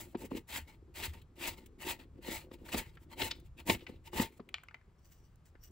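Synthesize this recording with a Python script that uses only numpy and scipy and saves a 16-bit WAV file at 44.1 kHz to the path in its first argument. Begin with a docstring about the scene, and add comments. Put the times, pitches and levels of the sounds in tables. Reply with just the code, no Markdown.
"""Quiet kitchen, a large knife on carrots over a plastic board, close to a pair of microphone ports.
A cut is under way at the start, then soft knocks and a brief wipe of the blade; more cuts follow, the fibres
tearing in a dense crackle that rings blade and board under wet hiss, with harder knocks from midway on.
Cut pieces tick now and then after the third cut, thickest after the last; then fingers wipe the blade and it
sings. Shaped noise makes room tone and counter rumble all along; decaying low sines make the booms."""
import sys
import numpy as np
from scipy import signal
from scipy.fft import rfft, irfft
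from scipy.io import wavfile
from scipy.ndimage import uniform_filter1d

SR = 44100
rng = np.random.default_rng(int(sys.argv[2]) if len(sys.argv) > 2 else 0)


def unload_wav(signal):
    """Save mono or channel-first audio to the path in sys.argv[1] as 16-bit WAV at rate SR, clipped to [-1, 1]."""
    wavfile.write(
        sys.argv[1],
        SR,
        np.round(np.clip(np.atleast_2d(signal).T, -1, 1) * 32767).astype(np.int16),
    )


N = 251811


def from_db(db):
    """Amplitude gain for a level in dB."""
    return 10 ** (np.asarray(db) / 20)


def rms_one(x):
    """Scales to an rms of 1."""
    return x / np.sqrt(np.mean(x ** 2) + 1e-20)


def peak_one(x):
    """Scales both parts so that the shared part peaks at 1."""
    return x / np.abs(x[0]).max()


def in_time(rows):
    """Columns of dB joined in time, as gains; silent outside the rows."""
    s, *columns = np.transpose(rows)
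    t = np.arange(N) / SR
    return [from_db(np.interp(t, s, column, left=-200, right=-200)) for column in columns]


def at_hz(points, hz):
    """Reads a curve between its points along log frequency, holding its end values."""
    curve = np.array(points)
    return np.interp(np.log(hz), np.log(curve[:, 0]), curve[:, 1])


def drift(per_s):
    """Slow chance: straight lines between random knots of spread 1."""
    knots = rng.standard_normal(int(60 * N / SR))
    return np.interp(np.arange(N) / SR * per_s, np.arange(len(knots)), knots)


def resonate(x, hz, width_hz):
    """One resonance, gain about 1 on top."""
    r = np.exp(-np.pi * width_hz / SR)
    poles = [1, -2 * r * np.cos(2 * np.pi * hz / SR), r * r]
    return signal.lfilter([(1 - r * r) / 2, 0, (r * r - 1) / 2], poles, x + 1e-18)


def body(x, modes, wander_db=None, per_s=10.):
    """Resonances side by side, each drive wandering as the contact moves; about keeps white noise's rms."""
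    power = sum(from_db(2 * db) * np.pi * width / SR for hz, width, db in modes)
    out = 0
    for k, (hz, width, db) in enumerate(modes):
        wander = wander_db * drift(per_s) if wander_db else 0
        drive = x * from_db(db + wander)
        out = out + (-1) ** k * resonate(drive, hz, width)
    return out / np.sqrt(power)


def colour(x, spectrum):
    """Shapes a spectrum, falling away below its first point; white noise keeps its rms."""
    hz = np.fft.rfftfreq(N, 1 / SR) + 1
    gain = from_db(at_hz([(spectrum[0][0] / 2, -80)] + list(spectrum), hz))
    return irfft(rfft(x) * rms_one(gain), N)


def crackle(per_s, spread_db):
    """Random breaks of uneven force, drawn separately for the shared and the differing part of the ports."""
    uneven_db = spread_db * np.minimum(rng.exponential(1, (2, N)), 4)
    sizes = from_db(uneven_db) * rng.standard_normal((2, N))
    return rms_one(sizes * (rng.random(N) < per_s / SR))


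def burst(ms, rise):
    """A short noisy contact that swells and dies; its envelope peaks at 1."""
    t = np.arange(int(7 * ms * SR / 1000) + 8) / (ms * SR / 1000)
    shape = t ** (2 * rise) * np.exp(-t * (1 + rise))
    return shape / shape.max() * rng.standard_normal((2, len(t)))


def add(track, s, sound):
    """Lays a sound into the track at s seconds."""
    at = round(s * SR)
    track[:, at:at + sound.shape[1]] += sound[:, :N - at]


def gesture(start, times, shape_db, level_db, fall_db_per_s):
    """Gain that climbs out of silence through the given points, then falls at a steady rate."""
    t = np.arange(N) / SR - start
    times = np.cumsum(np.maximum(times, .002))
    db = np.interp(t, [0, *times], [-35, *shape_db], left=-200)
    fall_db = fall_db_per_s * np.maximum(t - times[-1], 0)
    return from_db(np.maximum(level_db + db - fall_db, -200))


def tail(x, t60):
    """The echo alone: a dull decaying noise of equal energy, after a 4 ms delay."""
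    t = np.arange(int(.4 * SR)) / SR
    echo = rng.standard_normal((2, len(t))) * from_db(-60 * t / t60) * (t > .004)
    echo = signal.lfilter([1], [1, -.6], echo)     # dulls the treble
    return signal.fftconvolve(x, echo / np.sqrt(np.sum(echo[0] ** 2)), axes=1)[:, :N]


# spectrum of the quiet kitchen: f/Hz, density level/dB
ROOM_TONE = [(59, -29.5), (100, -4), (648, -16), (1130, -16), (1760, -23.5), (6840, -36.5), (9410, -37),
             (11400, -39.5), (13500, -53), (15000, -38), (16000, -42)]
ROOM_TONE_DB = -73


def room_tone():
    """Steady noise of the kitchen, shaped by its spectrum."""
    return from_db(ROOM_TONE_DB) * colour(rng.standard_normal((2, N)), ROOM_TONE)


# the counter shakes under hands and knife: t/s, counter level/dB, level of a random low board noise/dB
RUMBLE = [(0.0, -55.5, -66), (0.32, -62.5, -86), (0.62, -60.5, -63), (0.98, -58.5, -65), (2.1, -59, -62),
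          (2.37, -56, -61), (2.7, -60, -68), (2.89, -54.5, -91), (3.1, -56.5, -55), (3.24, -61.5, -62),
          (3.44, -55.5, -71.5), (3.88, -62, -68.5), (4.25, -59, -63.5), (4.82, -64, -71),
          (5.58, -58, -75.5), (5.71, -61, -57.5)]
# spectrum of the shaking: f/Hz, density level/dB
SHAKE = [(12, -43.5), (20, -1.5), (75, 6.5), (130, -3), (156, -2.5), (200, -14), (260, -38), (440, -120)]
# the counter takes a soft blow and booms: t/s, level before the soft onset/dB, f/Hz, t60/s
THUMPS = [(0.617, -37.5, 70.5, 0.15), (1.079, -31, 77.3, 0.18), (1.507, -37, 83, 0.098),
          (1.845, -61, 69, 0.14), (2.28, -53, 93.5, 0.17), (2.748, -37, 73.4, 0.099),
          (3.219, -34.5, 94.6, 0.12), (3.693, -36.5, 104, 0.21), (4.198, -32, 102, 0.12)]
COUNTER_JOLT_DB, COUNTER_LAG_S, COUNTER_SMEAR_S = -9.5, 0.02, .06     # the push also shakes the counter


def counter():
    """Lumpy low shaking, late and smeared after the knife's push, and a damped boom after each soft blow."""
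    lumps = from_db(2 * drift(9))
    smeared = uniform_filter1d(force(2), int(COUNTER_SMEAR_S * SR))
    jolt = smeared[np.maximum(np.arange(N) - int(COUNTER_LAG_S * SR), 0)]
    level = in_time(RUMBLE)[0] + from_db(COUNTER_JOLT_DB) * jolt
    # the out-of-order last point makes a flat floor above 400 Hz
    shaking = colour(rng.standard_normal((2, N)), list(SHAKE) + [(400, -63.5)])
    out = level * lumps * shaking
    t = np.arange(int(.3 * SR)) / SR
    for s, level_db, hz, t60 in THUMPS:
        decay = from_db(level_db - 60 * t / t60)
        onset = 1 - np.exp(-t / 0.0065)
        boom = decay * onset * np.sin(2 * np.pi * hz * t)
        add(out, s, boom * [[1], [.3]])     # mostly shared by the ports
    return out


# fingers and slices wiping the blade: t/s, rise/s, rub level/dB, fading/(dB/s), singing over rub level/dB
WIPES = [(0.165, .008, -66.5, 300, -15), (0.24, .018, -66.5, 1493, -7.5), (4.965, 0.022, -80.5, 100, -1.5),
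         (5.02, 0.0373, -66, 400, -1.5), (5.1, 0.021, -66, 148, -4.5), (5.22, 0.025, -76.5, 256.5, -1),
         (5.438, .02, -68.5, 340, -11), (5.591, .045, -58.5, 401, 3)]
# spectrum of the rub: f/Hz, density level/dB
RUB = [(1500, 0), (3000, -5.5), (4800, -7), (7000, -2.5), (9500, -5.5), (12000, -14), (15200, -3)]
# free blade singing under the fingers: f/Hz, width/Hz, level/dB
SINGING = [(2895, 50, -4.5), (3540, 72, -9), (4700, 105, -8), (5680, 70, 4), (5950, 70, -2),
           (6800, 160, -8.5), (8160, 90, -10), (8660, 56, -11), (10000, 60, -10), (11800, 49, -24),
           (12400, 70, -8), (14900, 250, -3)]


def fingers():
    """Wet skin and slices rub the steel: hiss, with the blade's narrow modes singing through."""
    rub = sum(gesture(s, [rise], [0], db, fading) for s, rise, db, fading, _ in WIPES)
    singing = sum(gesture(s, [rise], [0], db + over_db, fading) for s, rise, db, fading, over_db in WIPES)
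    skin = from_db(3.5 * drift(40)) * crackle(3600, spread_db=-2)
    blade = body(singing * skin, SINGING, wander_db=4.0, per_s=18)
    return blade + from_db(-1.0) * colour(rub * skin, RUB)


# cut pieces snap off or land: t/s, peak level/dB, centre f/Hz, top level before a trim/dB,
# length scale/ms, swell (0 sudden to 3 slow)
TICKS = [(1.214, -57.5, 3280, -52.5, 5.5, 0.65), (1.659, -55, 3050, -44, 4.9, 0.45),
         (2.688, -41.5, 1820, -45.5, 1.9, 0.37), (2.95, -63, 3000, -56.5, 4.1, 0.95),
         (2.971, -47.5, 1835, -63, 3.4, .3), (3.133, -43.5, 2080, -72, 0.83, 0.62),
         (3.307, -25.5, 3596, -50.5, 5, 2.9), (3.397, -66, 2130, -52.5, 4.3, 0.78),
         (3.804, -50.5, 2950, -58.5, 10, 0.54), (3.865, -36.5, 2210, -61.5, 4.3, 0.81),
         (3.896, -62, 2530, -62, 3.6, 0.83), (4.489, -44, 2560, -45.5, 2.6, 0.32),
         (4.542, -24.5, 2510, -82, 2, 0.071), (4.583, -42, 2190, -86.5, 0.9, 0.38),
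         (4.635, -43.5, 1630, -45.5, 2.2, 0.28), (4.685, -39, 2150, -63, 1.2, 0.32),
         (4.709, -49.5, 1530, -85, 2.8, 0.63), (4.743, -37.5, 2030, -56, 2.2, 0.51),
         (4.812, -56.5, 1636, -91.5, 2.23, 0.5), (5.358, -80, 4530, -48.5, 0.95, 0.19),
         (5.55, -54, 1560, -90, 4.2, 1.2)]
# wet top, also heard in the cuts: f/Hz, density level/dB
HISS = [(4000, -17.5), (5000, -7.5), (6200, -3), (7900, 0), (9500, -0.5), (12000, -3), (15500, 1.5)]


def pieces():
    """Each piece is a tiny burst through broad resonances set by its size; it taps the board and rattles out."""
    out, top = np.zeros((2, N)), np.zeros((2, N))
    for s, peak_db, hz, top_db, ms, rise in TICKS:
        hit = np.pad(burst(ms, rise), ((0, 0), (0, 900)))     # room to ring
        ring = resonate(hit, hz, hz * 0.22)
        ring += 0.54 * resonate(hit, hz * 1.12, hz * .5)
        ring += 0.62 * resonate(hit, hz * 0.42, hz * 0.57)
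        tick = resonate(ring, hz * 0.73, hz * 0.54)
        add(out, s, from_db(peak_db) * peak_one(tick))
        add(top, s, from_db(top_db - 10.5) * hit)
    rattle = from_db(-17.5) * tail(out, 0.058) + from_db(-21) * tail(out, 0.28)
    return out + colour(top, HISS) + rattle


# the edge bites, force swells, holds, lets go:
# bite t/s, swell/s (from the bite), hold/s, tearing level/dB, wet hiss level/dB, push into the board level/dB
CUTS = [(-0.1, 0.082, 0.032, -48, -48, -47.5), (0.472, 0.076, 0.027, -38, -41, -48.5),
        (0.939, 0.095, 0.023, -38.5, -42, -45), (1.356, 0.1, 0.04, -38.5, -43, -48),
        (1.784, 0.089, 0.047, -39, -43.5, -45), (2.209, 0.083, 0.067, -43, -48, -46),
        (2.705, 0.046, 0.04, -37, -42, -40.5), (3.157, 0.057, 0.041, -36.5, -41, -35.5),
        (3.652, .04, 0.028, -36, -38, -30), (4.115, 0.044, 0.078, -40.5, -44.5, -36.5)]
BITE_S = 0.021
# for tearing, hiss and push: swell after the bite (dB/s), change over the hold (dB), fall after it (dB/s)
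SWELL_DB_PER_S, HOLD_DB, LET_GO_DB_PER_S = [203, 198.5, 260.5], [-1, 2.5, -7.5], [431, 522.5, 402]
# the blade drags free of the slices and fades; at 3.295 s a short snap instead:
# t/s, length/s, tearing level/dB, wet hiss level/dB, push level/dB
LIFTS = [(0.033, 0.1, -69, -67, -58.5), (0.292, 0.1, -53.5, -61, -37), (0.662, .085, -56, -64, -67),
         (1.118, 0.08, -55, -60.5, -56.5), (1.56, 0.11, -62, -67.5, -60.5), (1.975, 0.069, -57, -66, -64),
         (2.359, 0.1, -59.5, -61.5, -64), (2.569, 0.14, -69.5, -75.5, -55), (2.842, .12, -64, -69.5, -60),
         (3.295, 0.017, -39, -50.5, -46), (3.33, 0.086, -75, -75.5, -62.5), (3.777, .06, -58.5, -62, -56.5),
         (3.857, 0.11, -59.5, -69.5, -53), (4.305, 0.074, -69, -69, -66)]
LIFT_RISE_S, LIFT_FADE_DB, LIFT_END_DB_PER_S = .018, -9.5, 803
# the edge is set on the carrot and presses in:
# t/s, length/s, tearing level/dB, wet hiss level/dB, push level/dB
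SETS = [(0.167, 0.087, -49, -48.5, -43.5), (0.344, 0.027, -56.5, -50, -68),
        (2.13, 0.054, -73.5, -82, -51.5), (2.499, 0.042, -55, -58.5, -51.5), (2.64, 0.055, -51.5, -56, -58),
        (2.987, 0.049, -67, -65, -78), (3.087, .045, -51, -56.5, -60), (3.432, 0.032, -69, -70.5, -73.5),
        (3.562, 0.04, -49.5, -55.5, -55), (4.027, 0.049, -55, -59.5, -54.5)]
SET_RISE_S, SET_START_DB, SET_END_DB_PER_S = .014, -10.5, 799.5


def force(layer):
    """Gain of tearing (0), hiss (1) or push (2) over all cuts, lifts (with the one snap) and sets."""
    total = np.zeros(N)
    for s, swell, hold, *db in CUTS:
        times = [BITE_S, swell - BITE_S, hold]
        bite_db = -SWELL_DB_PER_S[layer] * (swell - BITE_S)
        total += gesture(s, times, [bite_db, 0, HOLD_DB[layer]], db[layer], LET_GO_DB_PER_S[layer])
    for s, length, *db in LIFTS:
        times = [LIFT_RISE_S, length - LIFT_RISE_S]
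        total += gesture(s, times, [0, LIFT_FADE_DB], db[layer], LIFT_END_DB_PER_S)
    for s, length, *db in SETS:
        times = [SET_RISE_S, length - SET_RISE_S]
        total += gesture(s, times, [SET_START_DB, 0], db[layer], SET_END_DB_PER_S)
    return total


# edge meets board: t/s, knock level/dB, blade bending and crack levels before a trim/dB,
# contact scale/ms (stretched per layer)
KNOCKS = [(0.149, -25, -34, -55, 4.3), (0.317, -28.5, -35, -60, 1.8), (0.348, -30, -59, -54.5, 3.4),
          (0.365, -39.5, -77, -52.5, 2.1), (2.157, -50, -82, -76, 1.2), (2.285, -29, -41, -53.5, 1.98),
          (2.515, -38.5, -47, -59, 2.34), (2.744, -24, -30.5, -34, 2.5), (3.216, -29.5, -41, -32, 3.4),
          (3.697, -18.5, -38.5, -24.5, 2.95), (3.747, -35.5, -55.5, -42.5, 2.6),
          (3.894, -36, -49, -68, 2.5), (4.133, -39, -36.5, -59, 3), (4.196, -18.5, -27.5, -34.5, 3),
          (4.398, -37, -42.5, -65, 4), (5.552, -54, -69, -90, 3.0)]
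# board on the counter: f/Hz, width/Hz, level/dB
BOARD = [(83, 25, -18), (202.3, 59, -3), (242.7, 61.5, 0), (347.2, 66, 0), (401.2, 60, -3.5),
         (486.5, 49, -8)]
# blade: f/Hz, width/Hz, level/dB
BLADE = [(587, 140, -7.5), (906, 57, 2.5), (1258, 160, -10), (1407, 120, -9.5), (1910, 308, -5),
         (2216, 170, -0.5), (2440, 447, -5), (2985, 283, -6.5), (3135, 120, -4.5), (3726, 1000, -10.5),
         (4180, 160, -5.5), (4780, 520, -17)]


def knife():
    """Tearing and knocks drive the same blade and board; juice hisses above them."""
    tear, hiss, push = (force(layer) for layer in range(3))
    jerks = from_db(3.0 * drift(50))     # the edge sticks and breaks through
    on_blade = tear * jerks * crackle(5000, spread_db=-0.5)
    low_noise = in_time(RUMBLE)[1] * from_db(3 * drift(14))
    on_board = (push * from_db(2.0) + low_noise) * crackle(2500, spread_db=6.5)
    bending, thuds = np.zeros((2, 2, N))
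    for s, knock_db, bend_db, crack_db, ms in KNOCKS:
        # each layer starts slightly ahead of the table's time
        contact = burst(max(ms * 0.75, 1), rise=1.0)
        thud = body(np.pad(contact, ((0, 0), (0, 4000))), BOARD)
        add(thuds, s - .0045, from_db(knock_db) * peak_one(thud))
        add(bending, s - .0025, from_db(bend_db + 12.5) * burst(ms, rise=0.6))
        add(on_blade, s - .0015, from_db(crack_db + 4.0) * burst(ms * 1.5, rise=0.72))
    soft = signal.butter(2, 800, fs=SR, output="sos")     # the plastic yields and passes no click
    board = signal.sosfilt(soft, thuds + body(on_board, BOARD, wander_db=2.0, per_s=6.5))
    bend = resonate(resonate(bending, 900, 300), 880, 500)     # the blade's lowest bending, strong in a knock
    juice = colour(hiss * jerks ** 1.3 * crackle(15000, spread_db=-3.0), HISS)
    blade = body(on_blade, BLADE, wander_db=2.5, per_s=29)
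    return blade + board + bend + juice


# how alike the two ports are, used up to 6900 Hz: f/Hz, left-right likeness
LIKENESS = [(60, 0.96), (300, 0.93), (700, 0.82), (1300, 0.43), (2700, 0.73), (4800, 0.88), (6200, 0.18)]
# balance of the ports: f/Hz, left over right level/dB
LEFT_DB = [(60, 0.5), (300, 1), (950, 2.5), (2400, 3.5), (4400, 3), (6200, 3.5), (6900, 0), (16000, 0)]
# phase of the ports: f/Hz, lead of the left port/rad
LEFT_LEADS = [(20, 0.15), (300, .15), (950, 0.74), (1500, -0.58), (2400, 0.41), (4200, 0.93), (5600, 0.48),
              (7000, 0)]
# above this frequency the ports turn against each other, half a cycle for every step
TURN_FROM_HZ, TURN_STEP_HZ = 7560, 1965


def ports(shared, differing):
    """Left and right from a shared and a differing part, with their level and phase offsets by frequency."""
    hz = np.fft.rfftfreq(N, 1 / SR) + 1
    turn = np.pi * np.maximum(hz - TURN_FROM_HZ, 0) / TURN_STEP_HZ
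    alike = np.where(hz > 6900, 1 - .25 * np.sin(turn) ** 2, at_hz(LIKENESS, hz))
    a = np.sqrt((1 + alike) / 2) * rfft(shared)
    b = np.sqrt((1 - alike) / 2) * rfft(differing)
    turn -= .25 * np.sin(2 * turn)     # lingers where the ports are in step or opposite
    # half the offset goes to each port
    tilt = from_db(at_hz(LEFT_DB, hz) / 2) * np.exp(.5j * (at_hz(LEFT_LEADS, hz) - turn))
    return irfft(np.array([(a + b) * tilt, (a - b) / tilt]), N)


KITCHEN_T60_S, KITCHEN_DB = 0.15, -22.5


def scene():
    """Knife, pieces and fingers with the kitchen's echo, over counter and room tone, at the two ports."""
    work = knife() + pieces() + fingers()
    echo = from_db(KITCHEN_DB) * tail(work, KITCHEN_T60_S)
    shared, differing = work + echo + counter() + room_tone()
    return ports(shared, differing)


CUTOFF_HZ = 15750


def record(dry):
    """The top is cut steeply."""
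    steep = signal.ellip(12, .5, 60, CUTOFF_HZ, fs=SR, output="sos")
    return signal.sosfilt(steep, dry)


dry = scene()
out = record(dry)
unload_wav(out)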